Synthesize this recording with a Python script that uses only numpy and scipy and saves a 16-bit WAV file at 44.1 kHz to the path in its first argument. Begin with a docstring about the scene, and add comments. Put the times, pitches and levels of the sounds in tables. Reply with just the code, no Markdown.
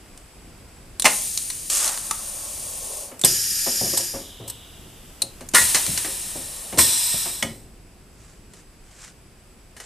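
"""Pneumatic stencil printer, one cycle

A machine heard from close by in a workshop: solenoid valves click, cylinders slam and vent through four
exhaust ports, the table rolls in and out, and the print head knocks on its frame.
Air is filtered noise, impacts are noise bursts and decaying sines sent through resonant metal.
Under it all lie the room's rumble and a small whistling leak, softer once the machine rests."""
import sys
import numpy as np
from scipy import signal
from scipy.fft import rfft, irfft, next_fast_len
from scipy.io import wavfile
from scipy.ndimage import map_coordinates

SR = 44100
rng = np.random.default_rng(int(sys.argv[2]) if len(sys.argv) > 2 else 0)


def materialize(psi):
    """Save the field psi as 16-bit PCM at rate SR to the path in sys.argv[1].

    A 1-D psi becomes a single channel; in a 2-D psi each row is a channel.
    """
    bounded = np.clip(np.atleast_2d(psi).T, -1, 1)
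    quanta = np.round(bounded * 32767).astype(np.int16)
    wavfile.write(sys.argv[1], SR, quanta)


N = 434385
TIME = np.arange(N) / SR
SIZE = next_fast_len(N + SR, real=True)  # transform length, with a second to spare for tails
HZ = np.fft.rfftfreq(SIZE, 1 / SR)
TOP_HZ = 14250  # upper limit of the whole sound

# Room rumble and the wash of air. Each row: frequency in Hz, relative level in dB.
RUMBLE = [(12, -33), (20, 1.5), (51, -1), (86, -5.5), (226, -10.5), (255, -12.5), (369, -13), (497, -20),
          (577, -28.5), (700, -22.5), (910, -52), (1540, -120)]
AIR = [(290, -25), (500, -2), (1330, -7), (1800, -8.5), (2560, -8.5), (4160, -14.5), (4990, -11.5),
       (6240, -16), (8130, -12), (8480, -11.5), (14000, -21)]
# Whistle of the leaking fitting. Each row: frequency in Hz, width in Hz, relative level in dB.
LEAK = [(2640, 290, 24.5), (4970, 390, 27), (7840, 88, 39.5)]
# Spread of the room's background. 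Each row: frequency in Hz, gain of the sides in dB.
ROOM_WIDTH = [(100, -17), (500, -9), (1500, -6.5), (4000, -7), (9000, 1), (14000, -3)]
RUMBLE_DB, AIR_DB, LEAK_DB = -47.5, -52.5, -64
LEAK_SIDE_DB = 3.5  # the whistle reaches the two ears out of step
SEEP_DB, SEEP_LOW_HZ = -54, 5500  # air seeps past the seals while the cylinders are under pressure
CYCLE_END_S, RUMBLE_DROP_DB, AIR_DROP_DB = 7.44, 2.5, 4.5  # the background eases once the machine rests
SHUDDER_DB, SHUDDER_T60_S = -44.5, 2.8  # the bench shakes after the last stop

# Broad colour of the steel parts. Each row: frequency in Hz, relative level in dB.
STEEL = [(70, -9.5), (250, -13), (550, -12.5), (850, -9), (1250, -11.5), (2000, -5.5), (3200, -14),
         (6000, -3.5), (9500, -8), (14000, -18)]
# Resonances of the steel parts. Each row: frequency in Hz, width in Hz, lift in dB.
STEEL_MODES = [(1047, 62, 6.5), (2960, 60, 8.5), (2990, 200, 3), (3530, 100, 9), (3860, 63, 6),
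               (4250, 280, 8), (8900, 717, 8), (9856, 28, 18), (10386, 38, 0), (13570, 422, 4.5)]
# Hard metal contacts. Each row: start in seconds, level in dB, t60 in seconds, brightness in dB.
CONTACTS = [(.176, -57, 0.014, 21.5), (1.375, -33.5, 0.019, 20.5), (1.501, -34, .035, 13),
            (1.7, -35, 0.022, 15.5), (1.877, -32, .027, 15.5), (1.942, -35, .025, 6.5),
            (1.975, -32, 0.017, 10.5), (2.11, -25, 0.029, 8.5), (5.407, -42, 0.083, 0.5),
            (5.583, -20.5, 0.034, 1), (5.744, -20.5, 0.16, 6.5), (5.864, -27.5, .024, 9.5),
            (5.974, -27, .07, 7.5), (6.045, -31, 0.099, 0), (6.724, -36, .1, -3), (7.425, -21.5, 0.052, 3),
            (8.535, -47.5, 0.046, 2.5), (9.764, -45, 0.14, 1.5), (9.8, -37.5, 0.075, 0.5)]
# A jolt starts each stroke, led by the thud of the valve's spool.
# Each row: jolt start in seconds, jolt level in dB, spool level in dB.
JOLTS = [(1.051, -8.5, -21), (3.245, -28, -29), (5.544, -13, -25.5), (6.782, -17.5, -27.5)]
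JOLT_T60_S, SPOOL_T60_S, SPOOL_LEAD_S = 0.085, 0.072, .008

# Solenoid clicks. Each row: start in seconds, level in dB ahead of the clicks' common trim, lower ring in Hz,
# upper ring in Hz, extra lift of the lower ring in dB.
CLICKS = [(0.9971, -12.5, 4020, 9210, 2), (1.0214, -12.5, 3680, 7740, 6), (3.1936, -26.5, 4630, 8010, -17),
          (3.214, -18.5, 4230, 7700, -10), (3.2367, -13.5, 3580, 7700, 20), (5.2194, -7, 4130, 9300, 9.5),
          (5.4884, -25.5, 3150, 6820, -24), (5.5144, -38.5, 3780, 8910, -10)]
# Broad colour of the solenoids. Each row: frequency in Hz, relative level in dB.
SOLENOID = [(100, -13), (1000, -11.5), (2500, -7.5), (5000, -4.5), (9000, 5), (11000, -2), (14000, -10.5)]

# The four strokes: table in, head down, head up, table out. Each exhaust hiss joins a falling dump of
# pressure to a steadier push of air, whose rise may begin before the valve opens.
# Each row: valve opens in seconds, surge level in dB, dump level in dB, dump fall in dB per second,
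# push starts to rise in seconds, push level in dB, fade starts in seconds, fade length in seconds.
STROKES = [(1.047, -32, -23.5, 20, 1.51, -33, 3.0, 0.14), (3.245, -32, -19, 24.5, 3.31, -24.4, 3.938, 0.33),
           (5.544, -11, -19, 19, 5.3, -38, 6.85, .1), (6.781, -14, -17.5, 16, 6.9, -30.5, 7.152, .39)]
OPEN_S, PUSH_RISE_S = 0.0037, 0.37  # a valve opens; the push of air rises
SURGE_FALL_DB_PER_S, FADE_CURVE = 131.5, 1.68
# Broad colour of each exhaust jet. Each row: frequency in Hz, relative level in dB.
TABLE_IN_JET = [(1300, -29), (2500, -21), (4000, -16.5), (6000, -13), (8500, -7), (11000, -13.5),
                (14000, -16.5)]
HEAD_DOWN_JET = [(1000, -25), (1400, -21), (1750, -18.5), (4200, -14), (5000, -7), (8000, -9),
                 (11500, -18.5), (14000, -10.5)]
HEAD_UP_JET = [(500, -20.5), (1200, -22.5), (3000, -14.5), (6500, -14), (8500, -9), (11000, -16),
               (14000, -16.5)]
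TABLE_OUT_JET = [(500, -29), (1400, -23.5), (2500, -15.5), (4000, -17), (6500, -14), (8200, -3.5),
                 (11000, -12), (14000, -21)]
# Resonances of each port and its silencer. Each row: frequency in Hz, width in Hz, lift in dB.
TABLE_IN_PORT = [(1328, 97, 5), (2170, 225, 1), (4300, 47, -3.5), (6100, 68, 4.5), (6518, 59, 6.5),
                 (9370, 390, 8.5), (13820, 142, 8.5)]
HEAD_DOWN_PORT = [(1650, 165, 7.8), (1890, 56, 4.2), (3000, 60, 4.1), (5010, 310, 8.1), (5600, 100, 8),
                  (5880, 104, 2.8), (6613, 79, 4.5), (7000, 270, 10), (8830, 510, 8.3), (9550, 138, 8.3),
                  (10086, 173, 11), (10660, 314, 8.6), (11020, 215, 8.2), (11480, 730, 14.9),
                  (12040, 175, 6.8)]
HEAD_UP_PORT = [(980, 113, 5.4), (1891, 201, 3.5), (3730, 226, 3.3), (4040, 83, 6), (4312, 40, 4.5),
                (5340, 140, 6.9), (5800, 120, 4.5), (6520, 160, 5.1), (7340, 321, 4.3), (8050, 210, 8.9),
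                (9030, 870, 6.7), (10180, 150, 7.2), (10530, 787, 7.6), (11900, 541, 5.7), (13800, 242, 10)]
TABLE_OUT_PORT = [(945, 136, 9.9), (1820, 140, 3.5), (3450, 190, 7.4), (3725, 157, 9.1), (4060, 210, 14),
                  (5050, 120, 7.5), (5200, 410, 6.8), (5680, 206, 9), (7150, 55, 5.8), (7810, 62, 6.4),
                  (8360, 139, 7), (11780, 105, 6.8), (12030, 146, 10.5), (12100, 153, 6.5),
                  (13765, 863, 10)]

# Parts that ring on when struck. Each row: mode in Hz, level in dB, t60 in seconds.
TABLE_CYLINDER = [(210, -21, 0.24), (470, -10.5, 0.18), (540, -6.5, 0.1), (598, -5.5, 0.16),
                  (626, -3.5, 0.18), (831, -4.5, 0.18), (970, -18, .22), (1720, -10, 0.13), (1974, -3, 0.1),
                  (2050, -6, .15), (2240, -0.5, 0.088), (2500, -24, 0.16), (2780, 2, 0.07)]
CATCH = [(890, 3, 0.033), (1050, 1, 0.036), (1160, 4.5, 0.032), (1305, -2, 0.046)]
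LIFT_ARM = [(956, -6.5, 0.13), (1030, -13, 0.11), (1142, -8.5, 0.1), (1380, -9.5, .13), (1430, -3, 0.13),
            (1703, -2, 0.076), (1780, 4, .07), (1920, 2.5, 0.093), (1974, -5, 0.06), (2026, -4, .11),
            (2110, 1.5, 0.069), (2210, -9, 0.108)]
END_STOP = [(157, -11, 0.39), (230, -1, 0.4), (289, -6, 0.32), (380.5, -10.5, 0.41), (607.1, -9.5, 0.19),
            (688, -4, 0.13), (1240, -5, 0.089), (2200, 0.5, 0.085), (3060, 9, 0.034), (3300, 6, 0.026),
            (3340, 4, 0.035), (5400, -14, .05)]
# Blows on those parts. Each row: start in seconds, level in dB.
TABLE_CYLINDER_HITS = [(1.052, -17), (1.062, -25.5)]
CATCH_HITS = [(2.11, -22)]
LIFT_ARM_HITS = [(5.549, -16.5), (5.565, -17), (5.583, -21)]
END_STOP_HITS = [(7.425, -26.5)]

# Broad colour of the spitting air. Each row: frequency in Hz, relative level in dB.
SPIT_JET = [(120, -50), (200, -17.5), (504, -8), (707, -11), (956, -20.5), (1200, -6), (1750, -12.5),
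            (1880, -11), (4410, -5.5), (8360, 3.5), (14000, -13)]
SPIT_START_S, SPIT_HOLD_S, SPIT_DB, SPIT_FALL_DB_PER_S = 1.697, 0.15, -21.5, 124

# The table's runs, in then out. Each row: start in seconds, stop in seconds, rolling level in dB.
RUNS = [(1.72, 3.12, -49), (6.28, 7.427, -55)]
# The bearings bite as the table speeds up or brakes.
# Each row: centre in seconds, half length in seconds, level in dB.
BITES = [(1.87, .085, -35.5), (2.94, .14, -45), (6.63, .13, -51.5)]
# Resonances of the rails. Each row: frequency in Hz, width in Hz, lift in dB.
RAILS = [(560, 170, 9), (840, 90, 2.5), (1090, 34, 9)]
RAIL_OUT_HZ, RAIL_IN_HZ, RUN_RAMP_S = 1220, 600, .1  # rolling pitch at either end; time to get rolling

# Cushioned knocks of head and table. Each row: start in seconds, level in dB, t60 in seconds, brightness in dB.
KNOCKS = [(3.113, -42.5, 0.17, 7), (3.237, -25, 0.1, -10), (3.66, -29, 0.17, -1), (3.671, -23.5, 0.058, 4),
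          (3.81, -26.5, .089, -10.5), (3.827, -29, 0.24, -8.5), (3.932, -30, .1, 0), (3.99, -35.5, .17, 1),
          (4.133, -31.5, 0.31, -1.5), (4.396, -37, 0.32, -5.5), (5.22, -36.5, 0.17, -10),
          (5.407, -36.5, .14, 0), (5.606, -47.5, .12, -30.5), (5.87, -38.5, 0.28, -19.5),
          (6.045, -37.5, 0.33, 1), (6.244, -51, .15, -22.5), (6.35, -35.5, 0.23, -1),
          (6.724, -30, 0.25, -2.5), (6.776, -26, 0.22, -7.5), (7.138, -35, 0.091, -12.5),
          (7.253, -38, 0.16, 13), (7.427, -34.5, 0.31, -10)]
# Puffs of air as a valve opens. Each row: start in seconds, level in dB, t60 in seconds.
PUFFS = [(3.245, -7, 0.069), (3.972, -14, 0.061), (4.476, -30, 0.089), (4.498, -23.5, .039),
         (6.782, -12, 0.16)]
# Broad colour of the frame and the valve block. Each row: frequency in Hz, relative level in dB.
FRAME = [(60, -3), (200, -10.5), (400, -16.5), (750, -16), (1200, -28.5), (3000, -22)]
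BLOCK = [(60, -22.5), (115, 1), (170, -24), (240, -12.5), (400, -20.5), (800, -15), (1500, -24),
         (4000, -20), (6500, -15), (8500, -9), (14000, -14)]
# Their resonances. Each row: frequency in Hz, width in Hz, lift in dB.
FRAME_MODES = [(115.8, 11, 6.7), (236, 35, 6.3), (345, 92, 10.6), (556, 110, 9.7), (693, 83, 5.8),
               (941, 90, 3.2), (1140, 300, 9.2), (1315, 71, 7.9), (1750, 210, 4.4), (2050, 65, 4.4),
               (2240, 131, 4), (2930, 280, 7.2)]
BLOCK_MODES = [(970, 84, 9.3), (1765, 197, 7.7), (2980, 220, 10), (3360, 316, 5.5), (4260, 390, 9),
               (5040, 102, 6.7), (5375, 430, 4.5), (8040, 780, 9.4), (12040, 160, 7.4)]

BLEED_START_S, BLEED_RISE_S, BLEED_FADES_S, BLEED_DB, BLEED_FALL_DB_PER_S = 4.07, 0.2, 4.55, -49, 19
BLEED_HZ, BLEED_SAG_OCTAVES_PER_S = 3490, .14

# Soft rustles close to the listener. Each row: centre in seconds, half length in seconds, level in dB.
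RUSTLES = [(8.27, 0.12, -56), (8.58, 0.053, -53), (8.97, 0.11, -53.5), (9.05, 0.054, -47),
           (9.85, 0.057, -46)]
# Broad colour of the rustles. Each row: frequency in Hz, relative level in dB.
RUSTLE_COLOUR = [(300, -15), (1500, 5.5), (3500, -0.5), (8000, 6), (11000, -9), (14000, -20.5)]

# Decay of the workshop's echo. Each row: frequency in Hz, t60 in seconds.
ROOM = [(100, 0.55), (1000, 0.36), (4000, 0.29), (14000, 0.24)]
# Stereo spread of the machine. Each row: frequency in Hz, gain of the sides in dB.
WIDTH = [(100, -32), (2500, -28), (3600, -36.5), (4600, -14), (6300, -9), (8500, -4.5), (14000, -4.5)]
# Stereo lean in level. Each row: frequency in Hz, left minus right in dB.
LEAN = [(100, 0.8), (5000, -0.5), (7600, -1), (8500, -1.5), (9500, 5), (12000, 4), (14000, 3.5)]
# Stereo lean in phase. Each row: frequency in Hz, lead of the left in radians.
LEAD = [(100, 0.007), (6500, 0), (7800, 0.57), (8700, 0.72), (10300, 0.42), (14000, .5)]


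def amp(db):
    """Decibels to gain."""
    return 10 ** (np.asarray(db) / 20)


def unit(x):
    """Scale to rms 1."""
    return x / np.sqrt(np.mean(np.abs(x) ** 2) + 1e-20)


def along(points, hz=HZ):
    """Join (Hz, value) points on a log frequency axis."""
    f, v = np.transpose(points)
    return np.interp(np.log(hz + 1), np.log(f + 1), v)


def ramp(start, length):
    """Rise from 0 to 1 over length seconds."""
    return np.clip((TIME - start) / length, 0, 1)


def since(start):
    """Seconds gone by after start, 0 before it."""
    return np.maximum(TIME - start, 0)


def swells(rows):
    """Gain of smooth bell-shaped swells."""
    return sum(amp(db) * np.exp(-((TIME - s) / half) ** 2) for s, half, db in rows)


def wobble(rate):
    """A random curve: straight lines between random knots, rate knots a second."""
    knots = rng.standard_normal(int(N * rate / SR) + 4)
    return map_coordinates(knots, [TIME * rate], order=1)


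def white():
    """Two unrelated noises: one for the middle, one for the sides."""
    return rng.standard_normal((2, N))


def resonance(hz, width):
    """Bell-shaped peak of height 1 around hz."""
    return 1 / (1 + (2 * (HZ - hz) / width) ** 2)


def colour(points, modes=()):
    """Gain of a broad spectrum with resonances standing on it."""
    lift_db = sum(db * resonance(hz, width) for hz, width, db in modes)
    return amp(along(points) + lift_db)


def band(low_hz, high_hz, order=4):
    """Gain of a band-pass with smooth skirts."""
    low_skirt = 1 + (low_hz / (HZ + 1)) ** (2 * order)
    high_skirt = 1 + (HZ / high_hz) ** (2 * order)
    return (low_skirt * high_skirt) ** -.5


def ring(x, gain):
    """Send x through a causal (minimum-phase) body with this gain; white noise keeps its level."""
    cepstrum = irfft(np.log(np.maximum(unit(gain), 1e-5)), SIZE)
    # fold the cepstrum forward in time, so that the body only answers after it is driven
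    cepstrum[1:SIZE // 2] *= 2
    cepstrum[SIZE // 2 + 1:] = 0
    body = np.exp(rfft(cepstrum))
    return irfft(rfft(x, SIZE) * body, SIZE)[..., :N]


def glide(x, centre_hz, octaves, order):
    """Keep a moving band of x, scaled to rms 1."""
    hz, t, z = signal.stft(x, SR, nperseg=1024)
    away = np.log2((hz[:, None] + 1) / np.interp(t, TIME, centre_hz))
    kept = z / (1 + np.abs(away / octaves) ** order)
    return unit(signal.istft(kept, SR, nperseg=1024)[1][:, :N])


def add(track, s, sound):
    """Mix a short sound into a track at time s."""
    part = track[:, round(s * SR):][:, :sound.shape[1]]
    part += sound[:, :part.shape[1]]


def burst(rise, t60):
    """A rush of tiny impulses that swells quickly and dies away."""
    t = np.arange(SR // 2) / SR
    envelope = np.minimum(t / rise, 1) * amp(-60 * np.maximum(t - rise, 0) / t60)
    return envelope * rng.standard_normal((2, len(t)))


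def blows(hits, body, edges_hz, tone_db, rise_share):
    """Each blow drives a body's low, middle and high resonances; brightness tips it towards the high."""
    out = np.zeros((2, N))
    for k, band_db in enumerate(tone_db):
        force = np.zeros((2, N))
        for s, db, t60, bright_db in hits:
            strength = amp(db + band_db + (k - 1) * bright_db)
            add(force, s, strength * burst(rise_share * t60, t60))
        out += ring(force, body * band(edges_hz[k], edges_hz[k + 1]))
    return out


def workshop():
    """Rumble, a wash of air, seeping seals and the whistle of a leaking fitting arrive from all sides."""
    resting = ramp(CYCLE_END_S, RUN_RAMP_S)
    shudder = resting * amp(SHUDDER_DB - 60 * since(CYCLE_END_S) / SHUDDER_T60_S)
    low = np.hypot(amp(RUMBLE_DB - RUMBLE_DROP_DB * resting), shudder)
    rumble = ring(white() * low * amp(1.73 * wobble(6.7)), colour(RUMBLE))
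    easing = amp(-AIR_DROP_DB * resting)
    air = ring(white() * amp(AIR_DB) * easing, colour(AIR))
    whistle = sum(amp(db) * resonance(hz, width) for hz, width, db in LEAK)
    leak = ring(white() * amp(LEAK_DB) * easing, whistle)
    working = ramp(STROKES[0][0], RUN_RAMP_S) - resting
    seep = ring(white() * amp(SEEP_DB) * working, band(SEEP_LOW_HZ, TOP_HZ, order=2))
    mid, side = rumble + air + seep
    side = irfft(rfft(side, SIZE) * amp(along(ROOM_WIDTH)), SIZE)[:N]
    mid = mid + leak[0]
    side = side + amp(LEAK_SIDE_DB) * leak[1]
    return np.array([mid + side, mid - side])


def steelwork():
    """Light contacts, spool thuds and the jolt that follows each thud all ring the same steel."""
    steel, edges_hz = colour(STEEL, STEEL_MODES), [170, 700, 3000, 14000]
    spools = [(s - SPOOL_LEAD_S, spool_db, SPOOL_T60_S, 0) for s, jolt_db, spool_db in JOLTS]
    jolts = [(s, jolt_db, JOLT_T60_S, 0) for s, jolt_db, spool_db in JOLTS]
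    return (blows(CONTACTS, steel, edges_hz, tone_db=[-3, 0, .5], rise_share=.018)
            + blows(spools, steel, edges_hz, tone_db=[3, -1, 4], rise_share=0.019)
            + blows(jolts, steel, edges_hz, tone_db=[-14, 0, -.5], rise_share=0.076))


def solenoids(t60=0.034, tail_t60=.13, tail_db=-23, lower_db=11, upper_db=9,
              lower_width=850, upper_width=800, trim_db=-2):
    """An armature snaps home: a dry crack with two short rings and a faint metallic tail."""
    out = np.zeros((2, N))
    for s, db, lower_hz, upper_hz, share_db in CLICKS:
        crack = burst(0.00022, t60)
        tail = amp(tail_db) * burst(.002, tail_t60)
        force = np.zeros((2, N))
        add(force, s, amp(db + trim_db) * (crack + tail))
        rings = [(lower_hz, lower_width, lower_db + share_db), (upper_hz, upper_width, upper_db)]
        out += ring(force, colour(SOLENOID, rings))
    return out


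def flow(opens, surge_db, dump_db, fall_db_per_s, push_starts, push_db, fade_starts, fade_s):
    """Air through an open valve: a brief surge, a falling dump and a steadier push, then a fade."""
    surge = amp(surge_db - SURGE_FALL_DB_PER_S * since(opens))
    dump = amp(dump_db - fall_db_per_s * since(opens))
    push = amp(push_db) * ramp(push_starts, PUSH_RISE_S)
    fade = amp(-20 * (since(fade_starts) / fade_s) ** FADE_CURVE)
    return ramp(opens, OPEN_S) * np.sqrt(surge ** 2 + dump ** 2 + push ** 2) * fade


def exhaust(stroke, jet, port, low_hz, flutter_db=0.45):
    """A turbulent jet sounds through the resonances of its port."""
    turbulence = white() * flow(*stroke) * amp(flutter_db * wobble(90))
    return ring(turbulence, colour(jet, port) * band(low_hz, TOP_HZ))


def exhausts():
    """The four strokes of the cycle, each vented by its own port."""
    table_in, head_down, head_up, table_out = STROKES
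    return (exhaust(table_in, TABLE_IN_JET, TABLE_IN_PORT, low_hz=1500)
            + exhaust(head_down, HEAD_DOWN_JET, HEAD_DOWN_PORT, low_hz=1365)
            + exhaust(head_up, HEAD_UP_JET, HEAD_UP_PORT, low_hz=450)
            + exhaust(table_out, TABLE_OUT_JET, TABLE_OUT_PORT, low_hz=450))


def struck(hits, modes, crack_t60=0.0094):
    """A short crack sets a part ringing in its own modes, a little differently each time."""
    out, t = np.zeros((2, N)), np.arange(SR // 2) / SR
    hz, level_db, t60 = np.transpose(modes)[..., None]
    build_up = 1 - amp(-60 * t / crack_t60)
    for s, db in hits:
        phase = rng.uniform(0, 2 * np.pi, (2, len(modes), 1))
        variation_db = rng.normal(0, 1.2, hz.shape)
        strength = amp(db + level_db + variation_db - 60 * t / t60)
        tones = strength * np.sin(2 * np.pi * hz * t + phase)
        add(out, s, tones.sum(1) * build_up)
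    return out


def ringing_parts():
    """The table's cylinder, its catch, the lift arm and the end stop ring as decaying sines."""
    return (struck(TABLE_CYLINDER_HITS, TABLE_CYLINDER) + struck(CATCH_HITS, CATCH)
            + struck(LIFT_ARM_HITS, LIFT_ARM) + struck(END_STOP_HITS, END_STOP))


def spit(sputter_db=2.5):
    """Air sputters in crackling spurts as the table starts to move."""
    fall_db = SPIT_FALL_DB_PER_S * since(SPIT_START_S + SPIT_HOLD_S)
    gain = ramp(SPIT_START_S, OPEN_S) * amp(SPIT_DB - fall_db)
    spurts = unit(amp(sputter_db * wobble(700)))
    return ring(white() * spurts * gain, colour(SPIT_JET))


def carriage(spread=0.87):
    """Bearings roll along the ringing rails; their noise is lower the further in the table is."""
    inward, outward = [(1 - np.cos(np.pi * ramp(start, stop - start))) / 2 for start, stop, db in RUNS]
    pitch_hz = RAIL_OUT_HZ * (RAIL_IN_HZ / RAIL_OUT_HZ) ** (inward - outward)
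    rolling = sum(amp(db) * (ramp(start, RUN_RAMP_S) - ramp(stop, RUN_RAMP_S)) for start, stop, db in RUNS)
    rails = ring(white(), colour([(100, 0.5), (3000, -1.5)], RAILS))
    return glide(rails, pitch_hz, spread, order=4) * np.hypot(rolling, swells(BITES))


def frame_knocks():
    """Cushioned blows of the head and table shake the frame's resonances."""
    return blows(KNOCKS, colour(FRAME, FRAME_MODES), edges_hz=[80, 220, 900, 2400],
                 tone_db=[-11, 0, -10], rise_share=.028)


def valve_puffs():
    """Air bursts out as a valve opens and rings through the valve block."""
    hits = [(s, db, t60, 0) for s, db, t60 in PUFFS]
    return blows(hits, colour(BLOCK, BLOCK_MODES), edges_hz=[90, 700, 3000, 14000],
                 tone_db=[-19, -17, 0], rise_share=0.047)


def bleed(spread=0.27):
    """A throttle bleeds off the last air in a narrow hiss that sinks with the pressure."""
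    gain = ramp(BLEED_START_S, BLEED_RISE_S) * amp(BLEED_DB - BLEED_FALL_DB_PER_S * since(BLEED_FADES_S))
    pitch_hz = BLEED_HZ * 2 ** (-BLEED_SAG_OCTAVES_PER_S * since(BLEED_START_S))
    return gain * glide(white(), pitch_hz, spread, order=8)


def rustle(grain_db=2.0):
    """Rustling close to the listener: noise made grainy by a fast random gain."""
    grain = unit(amp(grain_db * wobble(300)))
    return ring(white() * grain * swells(RUSTLES), colour(RUSTLE_COLOUR))


def room(x):
    """The workshop's answer; each frequency dies at its own speed."""
    hz, t, z = signal.stft(rng.standard_normal((2, SR)), SR, nperseg=256)
    decay = amp(-60 * t / along(ROOM, hz)[:, None])
    tail = signal.istft(z * decay, SR, nperseg=256)[1]
    tail[:, :SR // 200] = 0  # the first echo comes back after 5 ms
    return signal.fftconvolve(x, tail / np.linalg.norm(tail[0]), axes=1)[:, :N]


def scatter(x, length):
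    """A dense cluster of reflections from nearby metal, length seconds long."""
    count = int(length * SR) + 2
    echoes = rng.standard_normal(count) * np.linspace(1, 0, count)
    echoes[:SR // 4000] = 0  # the nearest metal answers after 0.25 ms
    return signal.fftconvolve(x, echoes[None] / np.linalg.norm(echoes), axes=1)[:, :N]


def ports(x, scattered_db=-4.5, diffuse_db=-3):
    """Two close microphone ports: alike in the bass, in the treble each has its own reflections."""
    apart = amp(scattered_db) * scatter(x, length=0.0031)[0] + amp(diffuse_db) * x[1]
    share = np.clip((HZ - 3500) / 2000, 0, 1)  # long waves reach both ports by the same paths
    mid = rfft(x[0], SIZE)
    side = share * rfft(apart, SIZE) + (1 - share) * rfft(x[1], SIZE)
    side = side * amp(along(WIDTH))
    # half of the lean goes to the left, its inverse to the right
    lean = amp(along(LEAN) / 2) * np.exp(.5j * along(LEAD))
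    return irfft([(mid + side) * lean, (mid - side) / lean], SIZE)[:, :N]


def scene():
    """The whole machine in its room."""
    slams = steelwork() + ringing_parts()
    clicks = solenoids()
    knocks = frame_knocks()
    puffs = valve_puffs()
    echo = room(amp(-9.5) * slams + amp(-11.5) * puffs + amp(-8) * knocks + amp(-14.5) * clicks)
    air = exhausts() + spit()
    air = amp(-1) * air + amp(-8.5) * scatter(air, length=0.031)  # the machine's panels comb the hiss
    impacts = slams + clicks + knocks + puffs
    machine = impacts + echo + air + carriage() + bleed() + rustle()
    return ports(machine) + workshop()


def record(dry):
    """Round off the loudest peaks and keep nothing at or above the band limit."""
    rounded = dry / (1 + np.abs(dry) ** 6) ** (1 / 6)
    return irfft(rfft(rounded, SIZE) * (HZ < TOP_HZ), SIZE)[:, :N]


dry = scene()
out = record(dry)
materialize(out)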